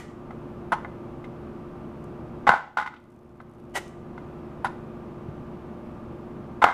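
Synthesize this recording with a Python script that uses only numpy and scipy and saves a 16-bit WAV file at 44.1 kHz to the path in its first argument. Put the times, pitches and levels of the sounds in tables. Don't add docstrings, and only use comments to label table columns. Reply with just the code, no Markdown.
import sys
import numpy as np
from scipy import signal
from scipy.fft import rfft, irfft, next_fast_len
from scipy.io import wavfile
from scipy.ndimage import uniform_filter1d

SR = 44100
rng = np.random.default_rng(int(sys.argv[2]) if len(sys.argv) > 2 else 0)


def inscribe(sig):
    pcm = np.round(np.clip(np.atleast_2d(sig).T, -1, 1) * 32767)
    wavfile.write(sys.argv[1], SR, pcm.astype(np.int16))


N = 296793

# start_s, stop_db, rebound_db and late_knock_db
# (relative to the stop), rebound_loss_db
SHOTS = [(2.4683, 15.5, -10, -11.5, 2.17), (6.6179, 14.5, -10.5, -14, 1.7)]
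# pitch_hz, level_db, t60_s
METAL_MODES = [(771, -3, 0.044), (796, -2, 0.028), (848, -1, 0.067), (958, 8.5, 0.016), (1050, -3.5, 0.079),
               (1262, 5.5, 0.019), (1358, -9, 0.038), (1464, 3.5, 0.035), (1620, -13.5, 0.021),
               (1742, -16.5, 0.056), (2035, -0.5, 0.029), (2430, -26, .02), (3180, -15.5, .02),
               (3670, -15, 0.032)]
# frequency_hz, density_db
CRACK_SPECTRUM = [(60, -4), (200, 4.5), (550, -3), (1400, 5.5), (2600, -1.5), (3900, -6.5), (5200, -14.5),
                  (8000, -21), (12000, -30), (16000, -36)]
# start_s, level_db, low_hz, knock_count
LANDINGS = [(2.7708, 0, 680, 5), (2.861, -11.5, 1300, 2), (2.938, -24, 1600, 1)]
# start_s, level_db, gap_s, knock_loss_db, low_hz, high_hz, crack_db
CLOSINGS = [(0.720, -14.5, 0.0058, 0.7, 684, 1320, -10.5), (4.6455, -15, 0.01, 4.5, 480, 1620, -9.5)]
# start_s, level_db, low_hz, high_hz, crack_db
JOINT_TAPS = [(.307, -33, 350, 1480, -13), (.847, -29, 1260, 1900, -28), (1.242, -43, 2360, 4230, 3),
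              (3.402, -29.5, 1210, 2500, -12), (4.178, -34, 800, 4000, -11)]
# start_s, level_db, pitch_hz, width_hz, t60_s
FINGER_TOUCHES = [(2.041, -57.5, 7900, 7000, 0.022), (2.963, -43.5, 2880, 1510, 0.075),
                  (3.879, -50.5, 7400, 6000, 0.021), (5.283, -23.5, 142, 110, 0.053)]
# start_s, level_db
PUFFS = [(-.055, -25.5), (3.738, -22.5)]
# frequency_hz, density_db
JET_SPECTRUM = [(100, -24), (350, 1), (750, -2), (1100, -8), (1450, -0.5), (2400, -4), (4300, -9),
                (7500, -7), (11000, -14), (15500, -20)]
# pitch_hz, width_hz, boost_db
JET_CAVITIES = [(910, 230, 14), (1934, 45, 17.5), (2970, 60, 8.8), (3170, 75, 4.7)]
# pitch_hz, level_db
HUM_TONES = [(59.2, -63.5), (74, -55), (118.4, -53.5), (148, -51.5), (220.7, -49.5), (239, -51.5),
             (331, -55), (354.6, -46.5), (603, -59), (1184, -61)]
# frequency_hz, density_db
AIR_SPECTRUM = [(20, -8.5), (45, -6), (90, -4), (160, 0), (330, -2), (420, -6.5), (700, -11), (1200, -15),
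                (1900, -28.5), (2600, -30.5), (4000, -41.5), (7000, -49), (15000, -56.5)]
# frequency_hz, t60_s
GARAGE_DECAY = [(150, 0.53), (1000, 0.35), (2000, 0.39), (5000, 0.51), (13000, 0.23)]


def flipper(stroke_s=0.0232, chatter_gap_s=0.0117, late_knock_s=0.0455):
    # low_hz, high_hz, crack_db
    slack, slam = (560, 3200, -11), (850, 1600, -14)
    chatter, late_knock = (850, 1600, -11.5), (700, 1150, -16)
    thump = (318, 280, 0.037)
    hits, thumps = [], []
    for start_s, stop_db, rebound_db, late_knock_db, loss_db in SHOTS:
        stop_s = start_s + stroke_s
        hits += bounces(start_s, stop_db - 30.5, gap_s=0.0036, step_db=2.5, contact=slack, count=3)
        hits.append((stop_s, stop_db, *slam))
        hits.append((stop_s + late_knock_s, stop_db + late_knock_db, *late_knock))
        hits += bounces(stop_s + chatter_gap_s, stop_db + rebound_db, chatter_gap_s, -loss_db,
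                        chatter, count=7)
        thumps.append((stop_s, stop_db - 12.5, *thump))
    return metal_blows(hits) + rings(thumps)


def metal_blows(hits, scatter_db=3.0, detune=0.017, scatter_turns=0.17, contact_s=0.00089):
    out, t = np.zeros(N), seconds(.15)
    hz, mode_db, t60_s = np.array(METAL_MODES).T[:, :, None]
    decay = dying(t, t60_s)
    for start_s, level_db, low_hz, high_hz, crack_db in hits:
        strength, shift, lag = rng.standard_normal((3, len(hz), 1))
        reach = 1 / np.sqrt((1 + (low_hz / hz) ** 4) * (1 + (hz / high_hz) ** 4))
        gains = reach * from_db(mode_db + scatter_db * strength)
        turns = hz * (1 + detune * shift) * t + scatter_turns * lag
        ring = np.sum(gains * decay * np.cos(2 * np.pi * turns), axis=0)
        quick_t = t * from_db(0.13 * max(level_db, 0))
        ring *= rising(quick_t, contact_s)
        crack = noise(CRACK_SPECTRUM, len(t))
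        crack *= rising(quick_t, rise_s=0.0037) * dying(quick_t, t60_s=0.047)
        onset_height = np.sqrt(2 * np.mean(ring[t < .003] ** 2))
        add(out, start_s, from_db(level_db) * (ring / onset_height + from_db(crack_db) * crack))
    return out


def bounces(start_s, level_db, gap_s, step_db, contact, count, thinning=1):
    low_hz, high_hz, crack_db = contact
    return [(start_s + k * gap_s, level_db + k * step_db, low_hz * thinning ** k, high_hz, crack_db)
            for k in range(count)]


def rings(rows):
    out, t = np.zeros(N), seconds(.2)
    for start_s, level_db, pitch_hz, width_hz, t60_s in rows:
        ring = band(rng.standard_normal(len(t)), pitch_hz - width_hz / 2, pitch_hz + width_hz / 2)
        add(out, start_s, from_db(level_db) * unit_rms(ring) * dying(t, t60_s))
    return out


def landings(high_hz=2350, crack_db=-8):
    hits = []
    for start_s, level_db, low_hz, knocks in LANDINGS:
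        hits += bounces(start_s, level_db, gap_s=0.0135, step_db=-3,
                        contact=(low_hz, high_hz, crack_db), count=knocks, thinning=1.23)
    return metal_blows(hits)


def closings():
    ping = (10280, 600, 0.063)  # pitch_hz, width_hz, t60_s
    hits, pings = [], []
    for start_s, level_db, gap_s, loss_db, *contact in CLOSINGS:
        hits += bounces(start_s, level_db, gap_s, -loss_db, contact, count=3)
        pings.append((start_s, level_db - 32, *ping))
    return metal_blows(hits) + rings(pings)


def valve(attack_s=0.018, swell_db=31, hold_s=0.022):
    out, t = np.zeros(N), seconds(.1)
    opening = from_db(swell_db * np.minimum(t / attack_s - 1, 0))
    emptying = dying(np.maximum(t - attack_s - hold_s, 0), t60_s=0.058)
    for start_s, level_db in PUFFS:
        jet = opening * emptying * noise(JET_SPECTRUM, len(t), JET_CAVITIES)
        add(out, start_s, garage(from_db(level_db) * jet, wet_db=-14.0))
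    return out


def handling():
    return metal_blows(JOINT_TAPS) + rings(FINGER_TOUCHES) + scuffs()


def scuffs(start_s=2.98, end_s=3.9, level_db=-74, slips_per_s=70, spread_db=4.0):
    t = np.arange(N) / SR
    slips = rng.random(N) < slips_per_s / SR
    strength = from_db(spread_db * np.minimum(rng.exponential(1, N), 2))
    grains = signal.fftconvolve(slips * strength, dying(seconds(.05), t60_s=0.0088))[:N]
    hiss = unit_rms(band(grains * rng.standard_normal(N), low_hz=3200, high_hz=11000))
    return from_db(level_db) * hiss * (t > start_s) * (t < end_s)


def motor(waver_db=0.15, waver_rad=0.54, wavers_per_s=7, air_db=-41.5):
    hum, t = np.zeros(N), np.arange(N) / SR
    for pitch_hz, level_db in HUM_TONES:
        amplitude = np.sqrt(2) * from_db(level_db - waver_db * drift(wavers_per_s))
        phase = 2 * np.pi * (pitch_hz * t + rng.random()) + waver_rad * drift(wavers_per_s)
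        hum += amplitude * np.sin(phase)
    return hum + from_db(air_db) * noise(AIR_SPECTRUM, next_fast_len(N))[:N]


def garage(x, wet_db):
    t = seconds(.5)
    edges_hz = np.geomspace(60, 18000, 9)
    tail = np.zeros(len(t))
    for low_hz, high_hz in zip(edges_hz, edges_hz[1:]):
        t60_s = at_hz(GARAGE_DECAY, np.sqrt(low_hz * high_hz))
        tail += band(rng.standard_normal(len(t)), low_hz, high_hz) * dying(t, t60_s)
    tail *= rising(t, rise_s=0.00093)
    response = from_db(wet_db) * tail / np.linalg.norm(tail)
    response[0] += 1
    return signal.fftconvolve(x, response)


def from_db(db):
    return 10 ** (np.asarray(db) / 20)


def unit_rms(x):
    return x / np.sqrt(np.mean(x ** 2) + 1e-20)


def seconds(length_s):
    return np.arange(int(length_s * SR)) / SR


def rising(t, rise_s):
    return 1 - np.exp(-t / rise_s)


def dying(t, t60_s):
    return np.exp(-np.log(1000) * t / t60_s)


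def at_hz(points, hz):
    points = np.array(points)
    return np.interp(np.log(hz + 1e-9), np.log(points[:, 0]), points[:, 1])


def noise(spectrum, size, cavities=()):
    hz = np.fft.rfftfreq(size, 1 / SR)
    gain = from_db(at_hz(spectrum, hz))
    for pitch_hz, width_hz, boost_db in cavities:
        gain *= 1 + (from_db(boost_db) - 1) / np.hypot(1, 2 * (hz - pitch_hz) / width_hz)
    return unit_rms(irfft(rfft(rng.standard_normal(size)) * gain, size))


def band(x, low_hz, high_hz):
    return signal.sosfilt(signal.butter(2, [low_hz, high_hz], "band", fs=SR, output="sos"), x)


def drift(points_per_s):
    return np.interp(np.arange(N) / SR * points_per_s, np.arange(400), rng.standard_normal(400))


def add(out, start_s, sound):
    at = round(start_s * SR)
    sound, at = sound[max(-at, 0):], max(at, 0)
    out[at:at + len(sound)] += sound[:N - at]


def scene():
    firing = garage(flipper() + landings(), wet_db=-12.5)[:N]
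    by_hand = garage(closings() + handling(), wet_db=-13.5)[:N]
    return (firing + by_hand + valve() + motor())[None]


def limiter(x, threshold_db=-5.0, release_db_per_s=10.5, start_cut_db=4.0):
    power = uniform_filter1d(x ** 2, size=132)
    over_db = np.maximum(10 * np.log10(np.maximum(power, 1e-12)) - threshold_db, 0)
    over_db[0] = start_cut_db
    recovery_db = release_db_per_s * np.arange(N) / SR
    cut_db = np.maximum.accumulate(over_db + recovery_db) - recovery_db
    return x * from_db(-uniform_filter1d(cut_db, size=44))


def record(dry, hiss_db=-82.5, clip_level=.92, cutoff_hz=16400):
    hiss = from_db(hiss_db) * rng.standard_normal(N)
    clipped = np.clip(limiter(dry[0]) + hiss, -clip_level, clip_level)
    top_cut = signal.cheby2(12, 70, cutoff_hz, fs=SR, output="sos")
    return signal.sosfilt(top_cut, clipped)[None]


dry = scene()
out = record(dry)
inscribe(out)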